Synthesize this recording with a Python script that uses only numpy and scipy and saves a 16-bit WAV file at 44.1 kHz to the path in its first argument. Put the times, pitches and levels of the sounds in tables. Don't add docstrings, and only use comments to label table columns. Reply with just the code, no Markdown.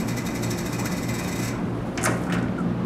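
import sys
import numpy as np
from scipy import signal
from scipy.fft import rfft, irfft
from scipy.io import wavfile

SR = 44100
rng = np.random.default_rng(int(sys.argv[2]) if len(sys.argv) > 2 else 0)


def wav_record(signal):
    frames = np.transpose(np.atleast_2d(signal))
    bounded = np.clip(frames, -1, 1)
    quanta = np.round(bounded * 32767).astype(np.int16)
    wavfile.write(sys.argv[1], SR, quanta)


def invert_db(x):
    u = np.asarray(x, float) / 20
    return 10 ** u


N = 125685


def rms_one(x):
    return x / np.sqrt(np.mean(x ** 2) + 1e-20)


def in_time(rows):
    s, *columns = np.transpose(rows)
    return [np.interp(np.arange(N) / SR, s, column) for column in columns]


def colour(x, points):
    hz, db = np.transpose(points)
    axis = np.log(np.arange(len(x) // 2 + 1) * SR / len(x) + 1)
    return irfft(rfft(x) * invert_db(np.interp(axis, np.log(hz), db)), len(x))


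def drift(rate):
    r = np.exp(-80 * np.pi * rate / SR)
    noise = rng.standard_normal(N // 40 + 2002)
    slow = signal.lfilter([1], [1, -2 * r, r * r], noise)[2000:]
    return np.interp(np.arange(N) / 40, np.arange(len(slow)), rms_one(slow))


def resonate(x, hz, width_hz):
    r = np.exp(-np.pi * width_hz / SR)
    poles = [1, -2 * r * np.cos(2 * np.pi * hz / SR), r * r]
    return signal.lfilter([(1 - r * r) / 2, 0, (r * r - 1) / 2], poles, x + 1e-18)


def burst(s, rise, fall):
    t = np.maximum(np.arange(N) / SR - s, 0)
    return (1 - np.exp(-(t / rise) ** 2)) * np.exp(-np.maximum(t - rise, 0) / fall)


# t/s at the top, level/dB
TURNS = [(.004, -29), (.09, -22.5), (.18, -24), (.269, -25.5), (.357, -26.5), (.437, -23.5), (.513, -23.5),
         (.589, -23.5), (.664, -27), (.735, -26), (.797, -26), (.86, -23), (.925, -27), (.978, -26.5),
         (1.036, -28.5), (1.094, -26), (1.149, -27.5), (1.195, -26), (1.244, -29), (1.286, -28.5),
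         (1.324, -28), (1.364, -28.5), (1.4, -28.5), (1.433, -28), (1.456, -29), (1.483, -26.5)]
# f/Hz, width/Hz, level/dB
METAL_MODES = [(2020, 53, -1.5), (2092, 67, -0.5), (2354, 27, -8.5), (2494, 26, -2.5), (3740, 65, -7.5),
               (4330, 37, -5), (5410, 76, -10), (5960, 180, 2.5), (6070, 40, -13), (7400, 51, -33),
               (7720, 40, -3.5), (9000, 53, -9), (11400, 43, -11), (13000, 260, -14)]
# f/Hz, level/dB per Hz
RATTLE_SPECTRUM = [(1000, -4.5), (2300, -2.5), (3000, -14.5), (5600, -5), (8200, -7.5), (9200, -15.5),
                   (13000, -11), (15800, -23.5)]


def drive():
    rise_s, fall_s, clicks_per_s = .011, .013, 6000
    grind_db, stop_s, stop_fall_s = -39.5, 1.49, .015
    t = np.arange(N) / SR
    shape = invert_db(grind_db) * np.exp(-np.maximum(t - stop_s, 0) / stop_fall_s)
    for s, db in TURNS:
        swell = np.exp(-((t - s) / rise_s) ** 2)
        decay = np.exp(-np.abs(t - s) / fall_s)
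        shape += invert_db(db) * np.where(t < s, swell, decay)
    sizes = invert_db(3.0 * np.minimum(rng.exponential(1, N), 5)) * rng.choice([-1, 1], N)
    clicks = shape * rms_one(sizes * (rng.random(N) < clicks_per_s / SR))
    rings = np.zeros(N)
    for k, (hz, width, db) in enumerate(METAL_MODES):
        ring = resonate(clicks * invert_db(1.6 * drift(24)), hz, width)
        rings += (-1) ** k * invert_db(db) / np.sqrt(width) * ring
    broad = colour(clicks, [(500, -69)] + RATTLE_SPECTRUM)
    level = invert_db(-11) * np.sqrt(np.mean(shape ** 2))
    return level * (invert_db(-1) * rms_one(rings) + rms_one(broad))


def contacts(rows, octaves, rise):
    noise = rng.standard_normal(N) * invert_db(1.0 * rng.standard_normal(N))
    out = np.zeros(N)
    for s, db, hz, length in rows:
        edges = [hz / 2 ** octaves, min(hz * 2 ** octaves, .45 * SR)]
        band = signal.butter(2, edges, "band", fs=SR, output="sos")
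        out += invert_db(db) * signal.sosfilt(band, burst(s, rise, length) * noise) * np.sqrt(7000 / hz)
    return out


# t/s, level/dB, centre f/Hz, length/s
CRACKS = [(1.974, -22, 5760, 0.0067), (2.012, -28, 7100, 0.0078), (2.029, -21, 7800, 0.0051),
          (2.038, -12, 7900, 0.0057), (2.0385, -29, 13000, .003), (2.050, -12, 8300, 0.0036),
          (2.056, -17, 6800, 0.0084), (2.1, -37, 7250, 0.029), (2.215, -43, 10500, .012),
          (2.236, -34, 6950, 0.0043), (2.266, -40, 6500, .005), (2.297, -38, 7500, 0.0073),
          (2.322, -29, 6660, .012), (2.324, -37, 12000, 0.014), (2.339, -34, 7800, 0.011),
          (2.383, -42, 7550, .006), (2.424, -39, 6440, 0.0069), (2.483, -49, 3500, .002),
          (2.583, -44.5, 7900, 0.015), (2.602, -48, 7500, .012), (2.846, -45, 9900, .004)]
# t/s, level/dB, centre f/Hz, length/s
THUDS = [(1.974, -16.5, 1770, 0.014), (1.976, -23.5, 890, 0.036), (2.012, -25, 1620, 0.014),
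         (2.036, -21.5, 1540, 0.021), (2.053, -11, 1800, 0.015), (2.056, -13.5, 3800, 0.0066),
         (2.066, -12, 784, 0.021), (2.1, -30, 1530, 0.013), (2.265, -27, 1000, .025),
         (2.295, -22, 1440, 0.023), (2.32, -16, 1920, 0.016), (2.326, -30.5, 3400, 0.01),
         (2.33, -18, 453, 0.021), (2.345, -21, 1300, 0.02), (2.378, -33, 3000, 0.018),
         (2.41, -15.5, 276, 0.029), (2.481, -29, 2450, 0.0033), (1.53, -27.5, 1290, 0.026),
         (2.075, -12.5, 414, .04)]
# f/Hz, level/dB, t60/s
FLAP_MODES = [(630, -12, .04), (755, 7.5, .09), (1303, -1.5, .025), (1454, 1.5, 0.017), (1800, -16, .025),
              (2080, -8, 0.033)]


def flap():
    thuds = contacts(THUDS, 0.5, rise=0.0032) * invert_db(-5.5)
    out = contacts(CRACKS, 0.34, rise=0.00085) + thuds
    for hz, db, t60 in FLAP_MODES:
        width = np.log(1000) / np.pi / t60
        wavering = thuds * invert_db(2.0 * drift(39))
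        out += invert_db(db - 9.5) * np.sqrt(hz / width) * resonate(wavering, hz, width)
    return out


# t/s, level/dB, f/Hz, length/s
TAPS = [
    (2.427, -28, 1490, 0.0076),
    (2.579, -24.5, 1434, 0.019),
]


def taps():
    rise_s, sag_per_s = .005, 2.5
    t = np.arange(N) / SR
    out = np.zeros(N)
    for s, db, hz, length in TAPS:
        level = invert_db(db + 3.1 * drift(90)) * burst(s, rise_s, length)
        pitch = hz * (1 - sag_per_s * np.clip(t - s, 0, .1) + 0.021 * drift(58))
        out += level * np.sin(2 * np.pi * np.cumsum(pitch) / SR)
    return out


# t/s, f/Hz, level/dB
SQUEAK = [
    (.76, 620, -52),
    (.82, 950, -38),
    (.84, 1150, -44),
    (.857, 1400, -33),
    (.876, 1780, -35),
    (.888, 2000, -56),
]


def squeak():
    hz, db = in_time(SQUEAK)
    t = np.arange(N) / SR
    on = (t > SQUEAK[0][0]) & (t < SQUEAK[-1][0])
    return on * invert_db(db + 2.7 * drift(60)) * np.sin(2 * np.pi * np.cumsum(hz) / SR)


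# t/s, level/dB
RUSTLE = [
    (0, -75),
    (1.6, -63),
    (1.95, -59),
    (2.2, -54),
    (2.45, -64.5),
    (2.85, -75),
]


def rustle():
    band = signal.butter(2, [3000, 11000], "band", fs=SR, output="sos")
    hiss = signal.sosfilt(band, rng.standard_normal(N))
    return invert_db(in_time(RUSTLE)[0] + 2.0 * drift(25)) * rms_one(hiss)


# f/Hz, level/dB rms
HUM = [(59.2, -52.5), (118.4, -34), (176.5, -34.5), (221, -39), (254, -41.5), (292, -41), (350.5, -40),
       (532, -52.5), (646, -65.5)]
# t/s, level/dB of gain
OPENING = [(0, 8), (.2, -3), (1.0, 0.5), (2.0, -2), (2.15, 5.5), (2.25, 0), (2.33, 11.5), (2.45, 7.5),
           (2.6, 4.5), (2.85, 5)]
# f/Hz, level/dB per Hz
AIR = [(22, -24), (45, -11), (100, -7.5), (200, -1.5), (400, -10), (1100, -18.5), (2600, -32.5),
       (15500, -62.5)]


def cooler():
    beat_per_s, beat_top_s, beat_depth = 3.05, .455, .7
    t = np.arange(N) / SR
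    tones = []
    for k, (hz, db) in enumerate(HUM):
        level = invert_db(db + 1.5 + 3.0 * drift(5.6) * (k != 1))
        pitch = hz * (1 + 0.00792 * drift(4.98))
        tones.append(level * np.sin(2 * np.pi * np.cumsum(pitch) / SR))
    beat = 1 + beat_depth * np.cos(2 * np.pi * beat_per_s * (t - beat_top_s))
    opening_db, = in_time(OPENING)
    low = tones[0] + beat * tones[1]
    middle = invert_db(opening_db) * tones[2] + invert_db(0.67 * opening_db) * sum(tones[3:5])
    air = rms_one(colour(rng.standard_normal(N) * invert_db(0.6 * drift(43)), AIR))
    return low + middle + sum(tones[5:]) + invert_db(-30) * air


def hall(x):
    t60_s, treble_t60_s = 0.53, 0.39
    t, noise = np.arange(SR) / SR, rng.standard_normal(SR)
    low = signal.lfilter(*signal.butter(2, 3000, fs=SR), noise)
    tail = low * invert_db(-60 * t / t60_s) + (noise - low) * invert_db(-60 * t / treble_t60_s)
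    tail = tail * (t > .004)
    tail = signal.lfilter(*signal.butter(1, 4100, fs=SR), tail)
    return signal.fftconvolve(x, tail / np.sqrt(np.sum(tail ** 2)))[:N]


def scene():
    motor, hand = drive(), flap()
    echo = hall(invert_db(-6) * motor + invert_db(-9) * hand)
    return (motor + hand + echo + squeak() + taps() + cooler() + rustle())[None]


def roll_off(x):
    return signal.sosfilt(signal.butter(12, 15910, fs=SR, output="sos"), x)


def record(dry):
    mix = signal.sosfilt(signal.cheby2(16, 40, 15950, fs=SR, output="sos"), dry)
    return roll_off(mix)


dry = scene()
out = record(dry)
wav_record(out)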